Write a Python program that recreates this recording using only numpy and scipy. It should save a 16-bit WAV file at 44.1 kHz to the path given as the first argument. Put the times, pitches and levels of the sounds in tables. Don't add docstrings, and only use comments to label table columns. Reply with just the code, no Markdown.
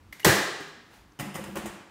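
import sys
import numpy as np
from scipy import signal
from scipy.fft import rfft, irfft
from scipy.io import wavfile
from scipy.ndimage import uniform_filter1d

SR = 44100
rng = np.random.default_rng(int(sys.argv[2]) if len(sys.argv) > 2 else 0)


def rack_gain(trim_db):
    fader = np.asarray(trim_db, float)
    return 10 ** (fader / 20)


def to_wav(sig):
    pcm = np.clip(np.atleast_2d(sig), -1, 1) * 32767
    pcm = np.round(pcm).astype(np.int16)
    wavfile.write(sys.argv[1], SR, pcm.T)


N = 83790

# (time [s], crack level [dB], ring level [dB], thud level [dB], crack length [s])
SEAT_HITS = [
    (.247, -13, -26, -56, 0.013),
    (.2495, -23, -59.5, -32, 0.0044),
    (.264, -34.5, -37.5, -25, 0.0043),
    (.278, -26.5, -42.5, -36, 0.017),
    (.293, -24, -27.5, -33, 0.0031),
]


def evened(x):
    return x / np.sqrt(np.mean(x ** 2) + 1e-20)


def read(points, hz):
    f, value = np.transpose(points)
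    return np.interp(np.log(hz + 1), np.log(f + 1), value)


def colour(points, size=2048):
    log_gain = np.log(rack_gain(read(points, abs(np.fft.fftfreq(size, 1 / SR)))))
    response = np.exp(np.conj(signal.hilbert(log_gain)))
    taps = np.fft.ifft(response).real[:size // 2]
    return taps / np.linalg.norm(taps)


def hiss(points):
    gain = rack_gain(read(points, np.fft.rfftfreq(N, 1 / SR)))
    return evened(irfft(rfft(rng.standard_normal(N)) * gain, N))


def modes(table, longest_s, rise_s, count):
    t = np.arange(SR // 2) / SR
    spread = 0.06 * min(count / 3, 1)
    out = np.zeros(len(t))
    for hz, db, t60 in table:
        decay = rack_gain(db - 60 * t / np.clip(t60, 0.02, longest_s))
        pitch_hz = hz * (1 + spread * rng.uniform(-1, 1, (count, 1)))
        phase = (count > 1) * rng.random((count, 1))
        out += (decay * np.sin(2 * np.pi * (pitch_hz * t + phase))).sum(0)
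    power = count * sum(rack_gain(2 * row[1]) for row in table) / 2
    return out * (1 - np.exp(-t / rise_s)) * np.cos(np.pi * t) / np.sqrt(power)


def room(x):
    # (frequency [Hz], t60 [s])
    band_t60 = [(60, 0.16), (120, 0.5), (300, 0.75), (1500, 0.93), (4000, 0.94), (7500, 0.75),
                (11000, 0.48), (16000, 0.43)]
    gap_s, build_s = 0.002, 0.0044
    taps = np.zeros(SR + SR // 2)
    at = np.arange(0, len(taps) - 10, 10)
    taps[at + rng.integers(0, 10, len(at))] = rng.choice([-1., 1.], len(at))
    hz, t, z = signal.stft(taps, SR, nperseg=256)
    tail = signal.istft(z * rack_gain(-60 * t / read(band_t60, hz)[:, None]), SR, nperseg=256)[1]
    late = np.maximum(np.arange(len(tail)) / SR - gap_s, 0)
    tail = tail * (1 - np.exp(-late / build_s))
    return signal.fftconvolve(x, tail / np.linalg.norm(tail))[:N]


def hits(rows, tone, ring, low, longest_s, wet_db, ring_wet_db, thud_wet_db):
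    t = np.arange(2000) / SR
    crack, blow, strike, thud = np.zeros((4, N + SR))
    for s, crack_db, ring_db, thud_db, length in rows:
        at = round(s * SR)
        noise = rng.standard_normal(len(t))
        attack = np.minimum(t / 0.00013, 1)
        shape = attack * np.exp(-(t / np.clip(length, 0.001, 0.03)) ** 2)
        grain_db = 2.5 * 4.1 * uniform_filter1d(noise[::-1], size=9)
        crack[at:at + len(t)] += rack_gain(crack_db) * evened(noise * rack_gain(grain_db)) * shape
        blow[at] += rack_gain(crack_db) * np.linalg.norm(shape)
        strike[at] += rack_gain(ring_db)
        thud[at:at + SR // 2] += rack_gain(thud_db) * modes(low, 0.4, 0.001, count=1)
    crack, blow = signal.fftconvolve([crack, blow], [colour(tone)], axes=1)[:, :N]
    metal = signal.fftconvolve(strike, modes(ring, longest_s, 0.00036, count=14))[:N]
    thud = thud[:N]
    sent = rack_gain(wet_db) * blow + rack_gain(ring_wet_db) * metal + rack_gain(thud_wet_db) * thud
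    return crack + metal + thud + room(sent)


def room_hum():
    # (frequency [Hz], level [dB])
    hum_tone = [(15, -52.5), (25, -17), (123, -12.5), (335, -10), (363, -18.5), (476, -18.5), (641, -23.5),
                (962, -19.5), (16000, -45)]
    return rack_gain(-59.5) * hiss(hum_tone)


def lurches():
    # (time [s], level [dB], width [s])
    shifts = [
        (.03, -50.5, 0.053),
        (.1, -53, 0.022),
        (1.0, -59, 0.085),
        (1.07, -74, 0.04),
        (1.43, -64, 0.045),
        (1.6, -47, 0.022),
        (1.69, -51, 0.026),
    ]
    t = np.arange(N) / SR
    low_pass = signal.butter(4, 100, fs=SR, output="sos")
    low = evened(signal.sosfilt(low_pass, rng.standard_normal(N)))
    return low * sum(rack_gain(db) * np.exp(-((t - s) / width) ** 2) for s, db, width in shifts)


def snaps():
    # (time [s], level [dB], length [s], centre [Hz], width [octaves])
    bursts = [(0.2462, -15.5, 0.0047, 4460, 2.2), (0.2476, -17.5, 0.005, 2010, 0.67),
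              (0.27, -24, .006, 13700, 0.3), (0.125, -43.5, .008, 2000, 0.22), (0.128, -54, .005, 5000, .4),
              (0.125, -54, 0.016, 11800, 0.11), (0.2, -54, .012, 11500, .15),
              (0.2, -44, 0.0068, 2100, 0.39), (1.120, -58.5, 0.0032, 5460, 0.54),
              (1.2027, -40, 0.012, 8900, 2.1), (1.3426, -45, 0.0055, 12000, 0.48),
              (1.355, -44.5, 0.012, 7900, .6), (1.36, -50, .015, 13900, .25),
              (1.358, -54, 0.017, 5060, 0.12), (1.387, -39, 0.0052, 1470, 1),
              (1.440, -45.5, .005, 2360, 0.55), (1.441, -49.5, .008, 7940, 0.37),
              (1.465, -64, 0.15, 12500, 1), (1.555, -39, .003, 12000, 0.89),
              (1.565, -49, 0.025, 14000, 0.56), (1.571, -44.5, 0.013, 9100, 0.6),
              (1.556, -33, 0.002, 970, 1.6), (1.565, -42, 0.0057, 2960, 0.18),
              (1.583, -50, 0.0067, 11900, 0.55), (1.584, -55, 0.0099, 4150, 0.16),
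              (1.657, -36.5, 0.0054, 2560, 0.37), (1.658, -46.5, 0.029, 7500, .4),
              (1.659, -52, 0.011, 14500, .2)]
    rise_s, wet_db = 0.001, -12.5
    t, noise = np.arange(N) / SR, rng.standard_normal(N)
    out = np.zeros(N)
    for s, db, length, hz, octaves in bursts:
        late = np.maximum(t - s, 0)
        edges_hz = np.clip(hz * 2 ** (np.array([-0.5, 0.5]) * octaves), 100, SR / 2 - 1000)
        band_pass = signal.butter(2, edges_hz, "band", fs=SR, output="sos")
        shape = (1 - np.exp(-late / rise_s)) * np.exp(-(late / length) ** 2)
        out += rack_gain(db) * shape * evened(signal.sosfilt(band_pass, noise))
    return out + rack_gain(wet_db) * room(out)


def hinge_ticks():
    # (time [s], crack level [dB], ring level [dB], thud level [dB], crack length [s])
    ticks = [
        (.126, -43, -51, -64, 0.0082),
        (.197, -41, -49, -59, 0.0064),
        (.230, -63, -43, -52, 0.004),
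        (.241, -86, -62, -60, 0.0031),
        (.603, -49, -71, -35, 0.016),
        (.675, -58, -70, -45, 0.014),
        (1.120, -76, -92, -61, 0.0037),
    ]
    # (frequency [Hz], level [dB])
    tick_tone = [(180, -34), (300, -17), (555, -17.5), (1600, -12), (2050, -4), (2700, -17), (3400, -14.5),
                 (9880, -20.5), (11700, -21.5), (16000, -22.5)]
    # (frequency [Hz], level [dB], t60 [s])
    hinge = [(1990, 7, 0.045), (2900, 10, 0.094), (3590, 2, 0.035), (7300, -26.5, .06), (11500, -4, .09),
             (14500, -15, .04)]
    # (frequency [Hz], level [dB], t60 [s])
    grip_low = [(152.4, -4.5, 0.49), (305, 8, 0.088), (398.3, 8.5, 0.13)]
    return hits(ticks, tick_tone, hinge, grip_low, longest_s=0.1, wet_db=0.36, ring_wet_db=-16.5, thud_wet_db=-9)


def seat_clack():
    # (frequency [Hz], level [dB])
    clack_tone = [(35, -65.5), (60, -13), (156, -15.5), (389, -6), (666, -8.5), (1700, -10), (2520, -14),
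                  (2770, -14.5), (16000, -22.5)]
    # (frequency [Hz], level [dB], t60 [s])
    seat = [(660, -3.5, 0.45), (803, -9.5, 0.21), (999, -4.5, 0.39), (1187, -10, 0.29), (1705, -2, 0.64),
            (1898, -1.5, 0.52), (2010, -11, 0.12), (2950, -6, 0.3), (4167, -12.5, 1), (5150, -21, 0.61),
            (6840, -3, 0.2), (14100, -24, .06)]
    # (frequency [Hz], level [dB], t60 [s])
    seat_low = [(72, -13, .15), (100.8, 1.5, 0.26), (142, -6.5, 0.53), (174, 0, 0.082), (290, -6.5, 0.22),
                (312, 0.5, .15), (393, 3.5, 0.39), (475, -3, .1)]
    return hits(SEAT_HITS, clack_tone, seat, seat_low,
                longest_s=0.62, wet_db=2.52, ring_wet_db=-6, thud_wet_db=-13.5)


def leg_tubes():
    # (frequency [Hz], level [dB], t60 [s])
    tubes = [(1620, -33, .7), (1700, -31, 0.8), (1770, -30, .75), (1850, -29, 0.8), (1930, -31, 0.7),
             (2075, -36, .65), (4110, -43, .95)]
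    spread_hz, rise_s = 40, 0.0038
    t = np.maximum(np.arange(N) / SR - SEAT_HITS[0][0], 0)
    bins = np.fft.rfftfreq(N, 1 / SR)
    noise = rfft(rng.standard_normal(N))
    out = np.zeros(N)
    for hz, db, t60 in tubes:
        shimmer = irfft(noise * np.exp(-((bins - hz) / spread_hz) ** 2), N)
        out += rack_gain(db - 60 * t / t60) * evened(shimmer)
    return out * (1 - np.exp(-t / rise_s))


def booms():
    # (time [s], level [dB], frequency [Hz], half length [s])
    flexes = [(.253, -24, 388, 0.006), (.253, -41, 830, 0.011), (.2685, -13.5, 170.5, 0.0075),
              (.2685, -18, 300, 0.0054), (.2685, -15, 503, 0.0045), (.280, -15.5, 386.6, 0.0067),
              (.296, -17.5, 134, 0.0072), (.296, -25.5, 290, 0.008), (.324, -31.5, 145, 0.0088),
              (.327, -24, 327, 0.011), (.35, -32.5, 192, 0.016), (.38, -36, 203, 0.015),
              (.78, -60, 241, 0.035), (0.997, -55.5, 55, .035), (1.077, -59.5, 46, .05),
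              (1.207, -32.5, 142, 0.011), (1.228, -34, 208, 0.0092), (1.275, -36.5, 200.4, 0.028),
              (1.363, -36.5, 152, 0.013), (1.395, -33.5, 532, 0.0086), (1.42, -36.5, 193, 0.017),
              (1.51, -39.5, 197, 0.047), (1.507, -43, 338, 0.0037), (1.563, -37.5, 547, 0.011),
              (1.5705, -27, 710, 0.00078), (1.573, -32, 363, 0.0053), (1.59, -36.5, 202, 0.0084),
              (1.658, -33, 604, 0.0013), (1.665, -36.5, 212, 0.026), (1.665, -37, 344, 0.016),
              (1.745, -43.5, 200, .015)]
    t = np.arange(N) / SR
    direct = np.zeros(N)
    for s, db, hz, half in flexes:
        direct += rack_gain(db) * np.exp(-((t - s) / half) ** 2) * np.cos(2 * np.pi * hz * (t - s))
    return direct + rack_gain(-8.5) * room(direct)


def rustle():
    # (frequency [Hz], level [dB])
    cloth_tone = [(120, -50), (200, -24), (763, -2.5), (968, -4), (1060, -8), (1680, -6), (16000, -24.5)]
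    peak_s, rise_s, fall_s = 0.94, 0.04, 0.1
    t = np.arange(N) / SR
    swell = np.exp(-((t - peak_s) / np.where(t < peak_s, rise_s, fall_s)) ** 2)
    flicker = rack_gain(evened(uniform_filter1d(rng.standard_normal(N), 500)))
    return rack_gain(-57) * swell * flicker * hiss(cloth_tone)


def feet_knocks():
    # (time [s], crack level [dB], ring level [dB], thud level [dB], crack length [s])
    knocks = [(1.190, -42, -40.5, -41.5, 0.013), (1.197, -33.5, -36, -38.5, 0.013),
              (1.230, -77, -55, -45, 0.0045), (1.343, -42, -44, -58, 0.02),
              (1.351, -39.5, -37.5, -41.5, 0.004), (1.356, -36, -56, -58, 0.009),
              (1.388, -56, -69, -39, 0.011), (1.424, -63, -69, -50, 0.0066),
              (1.440, -38, -46.5, -68, 0.0048), (1.485, -58, -68, -35.5, .015),
              (1.557, -37, -45, -35, 0.017), (1.569, -33.5, -44, -61, 0.0084), (1.584, -63, -54, -53, .004),
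              (1.640, -54, -71, -37.5, 0.0072), (1.657, -38, -42, -69, 0.015),
              (1.700, -74, -70, -55, 0.0081), (1.735, -68, -54, -76, 0.0058)]
    # (frequency [Hz], level [dB])
    knock_tone = [(35, -70.5), (60, -2.5), (217, -8), (822, -9), (3000, -18), (4200, -26.5), (9570, -25),
                  (14900, -33), (16000, -44)]
    # (frequency [Hz], level [dB], t60 [s])
    legs = [(1954, -1, 0.16), (2936, -1.5, 0.057), (5070, -10.5, 0.11), (6180, -5, 0.03), (6930, -9, 0.081),
            (8740, -12.5, .05), (9400, -6.5, 0.14), (12300, -25, 0.02), (14200, -7.5, 0.14)]
    # (frequency [Hz], level [dB], t60 [s])
    front_low = [(74, -20, 0.24), (142, -3.5, 0.25), (193, -5.5, 0.14), (224, -2.5, 0.16),
                 (299, -2.5, 0.12), (352, -4.5, .12)]
    back_low = [(79.2, -10.5, 0.45), (149, 1, 0.075), (185.5, -1, 0.11), (217, -5, 0.25), (300.5, -7, 0.41),
                (340, 0.5, 0.17), (526.5, -3.5, 0.088)]
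    front = hits(knocks[:5], knock_tone, legs, front_low,
                 longest_s=0.15, wet_db=2.6, ring_wet_db=-6, thud_wet_db=2.1)
    back = hits(knocks[5:], knock_tone, legs, back_low,
                longest_s=0.2, wet_db=2.45, ring_wet_db=-9.5, thud_wet_db=-4)
    return front + back


def scene():
    mix = room_hum() + lurches() + snaps() + hinge_ticks() + seat_clack()
    mix = mix + leg_tubes() + booms() + rustle() + feet_knocks()
    return np.array([mix, mix])


def roll_off(x):
    return signal.sosfilt(signal.butter(12, 16960, fs=SR, output="sos"), x)


def record(dry):
    limit, edge_hz = 0.9, 15780
    cut = signal.sosfilt(signal.butter(3, 42, "high", fs=SR, output="sos"), dry)
    limited = limit * np.tanh(cut / limit)
    low_pass = signal.firwin(401, edge_hz, window=("kaiser", 3), fs=SR)
    return roll_off(signal.oaconvolve(limited, low_pass[None], "same"))


dry = scene()
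out = record(dry)
to_wav(out)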